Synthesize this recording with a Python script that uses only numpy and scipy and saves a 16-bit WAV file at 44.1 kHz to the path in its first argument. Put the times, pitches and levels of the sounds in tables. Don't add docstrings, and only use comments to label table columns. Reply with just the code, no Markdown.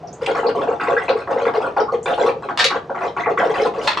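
import sys
import numpy as np
from scipy import signal
from scipy.io import wavfile

SR = 44100
rng = np.random.default_rng(int(sys.argv[2]) if len(sys.argv) > 2 else 0)


def store_wav(level_fs):
    pcm = np.round(np.clip(np.atleast_2d(level_fs), -1, 1) * 32767)
    wavfile.write(sys.argv[1], SR, pcm.T.astype(np.int16))


N = 176400


def amp(db):
    return 10 ** (np.asarray(db) / 20)


def rms(x):
    return np.sqrt(np.mean(x ** 2) + 1e-20)


def read(points, hz):
    table_hz, value = np.transpose(points)
    return np.interp(np.log(hz + 1), np.log(table_hz + 1), value)


def add(mix, start_s, sound):
    part = mix[..., max(round(start_s * SR), 0):][..., :sound.shape[-1]]
    part += sound[..., :part.shape[-1]]


def colour(x, spectrum, tilt_db_per_octave=0):
    hz = abs(np.fft.fftfreq(x.shape[-1], 1 / SR))
    log_gain = np.log(amp(read(spectrum, hz) + tilt_db_per_octave * np.log2(hz / SR + 1e-3)))
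    return np.fft.ifft(np.fft.fft(x) * np.exp(signal.hilbert(log_gain).conj())).real


# frequency_hz, density_db
HUSH_SPECTRUM = [(15, -46.5), (55, -11.5), (150, .5), (260, -7), (480, -2.5), (900, -10), (2000, -26),
                 (6000, -38), (12000, -62)]
def hush(level_db=-39):
    noise = colour(rng.standard_normal((3, N)), HUSH_SPECTRUM)
    stereo = noise[0] + 0.068 * noise[1:]
    return amp(level_db) * stereo / rms(stereo)


# frequency_hz, t60_s
SHED_DECAY = [(150, 0.71), (500, 0.26), (4000, 0.23), (12000, 0.13)]
# frequency_hz, coherence
SHED_COHERENCE = [(400, 0.96), (1300, 0.46)]
def shed(wet_db, build_s=0.00062, size=16384):
    t = np.arange(size) / SR
    echoes = rng.standard_normal((3, size)) * (rng.random((3, size)) < .08)
    hz, frame_s, spectra = signal.stft(echoes, SR, nperseg=256)
    coherence = np.clip(read(SHED_COHERENCE, hz), 0, 1)[:, None]
    stereo = np.sqrt(coherence) * spectra[0] + np.sqrt(1 - coherence) * spectra[1:]
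    decay = np.exp(-np.log(1000) * frame_s / read(SHED_DECAY, hz)[:, None])
    tail = signal.istft(stereo * decay, SR, nperseg=256)[1][:, :size]
    tail *= 1 - np.exp(-t / build_s)
    return amp(wet_db) * tail / np.linalg.norm(tail[0]) + (t == 0)


# frequency_hz, density_db
SHELL_SPECTRUM = [(60, -39), (500, -8.5), (950, 0.5), (1900, -4), (2600, -6), (4300, -8), (5600, -17.5),
                  (8500, -30.5), (13000, -55)]
# start_s, relative_level_db, chatter_s, tilt_db_per_octave
LID_KNOCKS = [(2.574, -20.5, 0.0024, 2.5), (2.586, -12, 0.016, 1.5), (2.641, -12, 0.0054, 5.5),
              (3.818, -40.5, 0.04, 9), (3.872, -12.5, 0.0051, .5), (3.902, -23.5, 0.006, 0),
              (3.972, -18, 0.0024, -3)]
def lid(contacts_per_s=5000, size=4096):
    out, t = np.zeros((2, N)), np.arange(size) / SR
    for start_s, level_db, chatter_s, tilt in LID_KNOCKS:
        contacts = rng.standard_normal(size) * (rng.random(size) < contacts_per_s / SR)
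        envelope = t / chatter_s * np.exp(-(t / chatter_s) ** 2)
        clack = colour(contacts * envelope, SHELL_SPECTRUM, tilt)
        heard = signal.fftconvolve(clack[None], shed(wet_db=3, build_s=0.0023), axes=1)
        add(out, start_s, amp(level_db - 1.5) * heard / rms(heard[:, :SR // 40]))
    return out


# frequency_hz, relative_level_db
PIPE_MODES = [(376, 3), (447, 2), (550, -3), (690, 0), (820, 1), (965, -2), (1127, -3), (1284, -5),
              (1411, -4), (1565, -5), (1925, -2)]
def pipe(x, ring_db, bandwidth_hz=43.2):
    t = np.arange(SR // 5) / SR
    modes = sum(amp(db) * np.cos(2 * np.pi * hz * t) for hz, db in PIPE_MODES)
    ring = modes * np.exp(-np.pi * bandwidth_hz * t) * 2 * np.pi * bandwidth_hz / SR
    return signal.fftconvolve(x, (t == 0) + amp(ring_db) * ring)


# peak_s, relative_level_db
AIR_POCKETS = [(.229, -10.5), (.398, -12), (.459, -9), (.491, -6.5), (.692, -6.5), (.716, -9.5),
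               (.89, -8.5), (.939, -6.5), (.981, -12.5), (1.106, -5), (1.136, -11.5), (1.16, -9.5),
               (1.324, -11.5), (1.369, -6.5), (1.425, -9.5), (1.446, -9.5), (1.472, -4), (1.586, -8),
               (1.819, -11.5), (1.949, -6.5), (1.991, -19), (2.084, -13.5), (2.217, -5.5), (2.253, -7),
               (2.285, -5.5), (2.303, -13.5), (2.372, -14.5), (2.659, -9), (2.765, -12.5), (3.279, -10),
               (3.393, -11.5), (3.465, -7), (3.506, -7), (3.631, -6), (3.662, -4.5), (3.791, -13.5)]
def glugs(centre_hz=486, rise_per_s=0.52, swell_s=0.0062, fade_s=0.0048, lead_s=.04):
    out = np.zeros(N)
    t = np.arange(SR // 10) / SR - lead_s
    envelope = 1 / (np.exp(-t / swell_s) + np.exp(np.minimum(t / fade_s, 20))) ** 2
    for peak_s, level_db in AIR_POCKETS:
        pitch_hz = centre_hz * (1 + .06 * rng.uniform(-1, 1))
        tone = np.sin(2 * np.pi * (pitch_hz * t * (1 + rise_per_s * t / 2) + rng.random()))
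        glug = pipe(envelope * tone, ring_db=2)
        add(out, peak_s - lead_s, amp(level_db - 2) * glug / abs(glug).max())
    return signal.fftconvolve(out[None], shed(wet_db=-9), axes=1)[:, :N]


def bubble(pitch_hz, cycles, rise=0.0035, size=2048):
    age = np.arange(size) / SR * pitch_hz / cycles
    envelope = age ** 2 * np.exp(-age * np.sqrt(2))
    return envelope * np.sin(2 * np.pi * cycles * age * (1 + rise * age))


def clump(length_s, pitch_hz, cycles, follower_db, per_s=520, scatter=0.303, sag=0, count=70):
    out = np.zeros(int(length_s * SR) + 4096)
    jitter = rng.random(count)
    detune = rng.uniform(-2.081, 2.066, count)
    strength = np.clip(rng.standard_normal(count), -2, 2)
    add(out, 0, bubble(pitch_hz, cycles))
    for k in range(1, min(count, int(length_s * per_s) + 1)):
        start_s = (k - jitter[k]) / per_s
        follower_hz = pitch_hz * np.exp(scatter * detune[k] - sag * (start_s / length_s - .5))
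        add(out, start_s, amp(follower_db + 2 * strength[k]) * bubble(follower_hz, cycles))
    return out


# start_s, pitch_hz, relative_level_db
LOUD_BUBBLES = [(.031, 703, -24), (.073, 5600, -36.5), (.129, 6460, -33), (.272, 794, -16),
                (.355, 833, -23), (.468, 4320, -22.5), (.965, 1568, -8.5), (1.081, 2540, -15.5),
                (1.091, 4030, -20.5), (1.312, 720, -16.5), (1.541, 758, -13.5), (1.767, 825, -8.5),
                (1.796, 830, -17.5), (1.802, 5400, -29), (1.878, 1117, -14), (2.03, 7100, -32),
                (2.178, 820, -13.5), (3.008, 730, -25), (3.234, 2030, -18.5)]
def plinks():
    out, room = np.zeros((2, N)), shed(wet_db=1)
    for start_s, pitch_hz, level_db in LOUD_BUBBLES:
        plink = clump(.014, pitch_hz, cycles=4, follower_db=-10, scatter=.11)
        heard = signal.fftconvolve(plink[None], room, axes=1)
        add(out, start_s, amp(level_db) * heard / abs(heard).max())
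    return out


# frequency_hz, density_db
SPATTER_SPECTRUM = [(900, 1.5), (2400, 4), (4300, -4.5), (5600, -10.5), (7800, -15.5), (12500, -35.5)]
def spatter(length_s, ring_s=.003, range_db=24, fizz_per_s=7000, linger=.4, size=12000, count=56):
    pops, t = np.zeros(size), np.arange(size) / SR
    span_s = length_s * (1 + 2 * linger)
    for when, height, softness in rng.random((count, 3)):
        pitch_hz = 1700 * 6.5 ** height
        envelope = np.exp(-t / ring_s) * (1 - np.exp(-t * pitch_hz / 2))
        add(pops, when * span_s, amp(-range_db * softness) * envelope * np.sin(2 * np.pi * pitch_hz * t))
    fizz = rng.standard_normal(size) * (rng.random(size) < fizz_per_s / SR) * (t < span_s)
    fade = np.exp(-np.maximum(t - length_s, 0) / (linger * length_s))
    return colour(fade * (pops / rms(pops) + amp(-3) * fizz / rms(fizz)), SPATTER_SPECTRUM)


# start_s, length_s, pitch_hz, relative_level_db, relative_spatter_db
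AIR_GULPS = [(.212, 0.035, 1340, -32.5, -37.5), (.261, 0.0056, 1350, -45, -18.5),
             (0.272, 0.047, 876, -16.5, -34), (.348, 0.047, 1140, -18.5, -35),
             (0.43, 0.046, 786, -15, -40.5), (.484, 0.02, 937, -22, -35), (0.549, 0.042, 776, -17, -40),
             (0.608, .031, 886, -18, -35.5), (0.671, 0.066, 895, -20, -40), (0.798, .054, 1450, -19.5, -34),
             (0.87, 0.06, 1036, -15, -33.5), (0.965, 0.08, 1245, -26, -37), (1.082, 0.032, 933, -16, -37),
             (1.163, 0.061, 1053, -27, -40.5), (1.273, 0.045, 1010, -20, -52),
             (1.307, 0.029, 828, -19, -35.5), (1.36, 0.072, 932, -22, -35),
             (1.453, 0.036, 1240, -18.5, -36.5), (1.537, 0.037, 870, -18.5, -32.5),
             (1.602, 0.078, 854, -19, -38.5), (1.764, 0.05, 954, -16, -36.5),
             (1.921, 0.029, 748, -17.5, -38.5), (2.057, 0.074, 961, -16.5, -28.5),
             (2.177, 0.072, 812, -15.5, -31), (2.259, 0.037, 1012, -17, -28.5),
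             (2.422, .036, 850, -27.5, -42.5), (2.486, 0.029, 1180, -20, -43),
             (2.703, 0.029, 1186, -18, -39), (2.745, .025, 987, -20, -37), (2.895, 0.022, 908, -20, -52),
             (2.946, 0.049, 1300, -24, -46.5), (3.008, 0.061, 897, -19, -32),
             (3.165, 0.05, 1340, -19, -37.5), (3.259, 0.028, 1190, -15.5, -52),
             (3.295, 0.027, 730, -17.5, -40), (3.374, 0.062, 1140, -14, -32),
             (3.438, 0.035, 874, -20, -34.5), (3.495, 0.023, 996, -21, -34),
             (3.538, 0.027, 980, -20.5, -27.5), (3.568, .065, 788, -15.5, -28),
             (3.65, 0.023, 747, -14, -34), (3.738, 0.13, 910, -24, -37)]
def gulps(slosh_hz=348.4, slosh_db=-12):
    out, room = np.zeros((2, N)), shed(wet_db=-2.5)
    for start_s, length_s, pitch_hz, level_db, spatter_db in AIR_GULPS:
        body = pipe(clump(length_s, pitch_hz, cycles=1.62, follower_db=-5, sag=.25), ring_db=13)
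        slosh = pipe(clump(length_s, slosh_hz, cycles=1, follower_db=-3, per_s=260), ring_db=23)
        spray = spatter(length_s)
        for sound, db in ((body, level_db), (slosh, level_db + slosh_db), (spray, spatter_db)):
            heard = signal.fftconvolve(sound[None], room, axes=1)
            add(out, start_s, amp(db - 2.5) * heard / rms(heard[:, :int(length_s * SR)]))
    return out


def scene():
    water = (gulps() + plinks()) * amp([[.5], [-.5]]) + glugs() * amp([[.7], [-.7]])
    return water + lid() + hush()


def record(dry, cutoff_hz=14200):
    lowpass = signal.firwin(255, cutoff_hz, window=("kaiser", 8), fs=SR)
    return signal.oaconvolve(dry, lowpass[None], "same")


dry = scene()
out = record(dry)
store_wav(out)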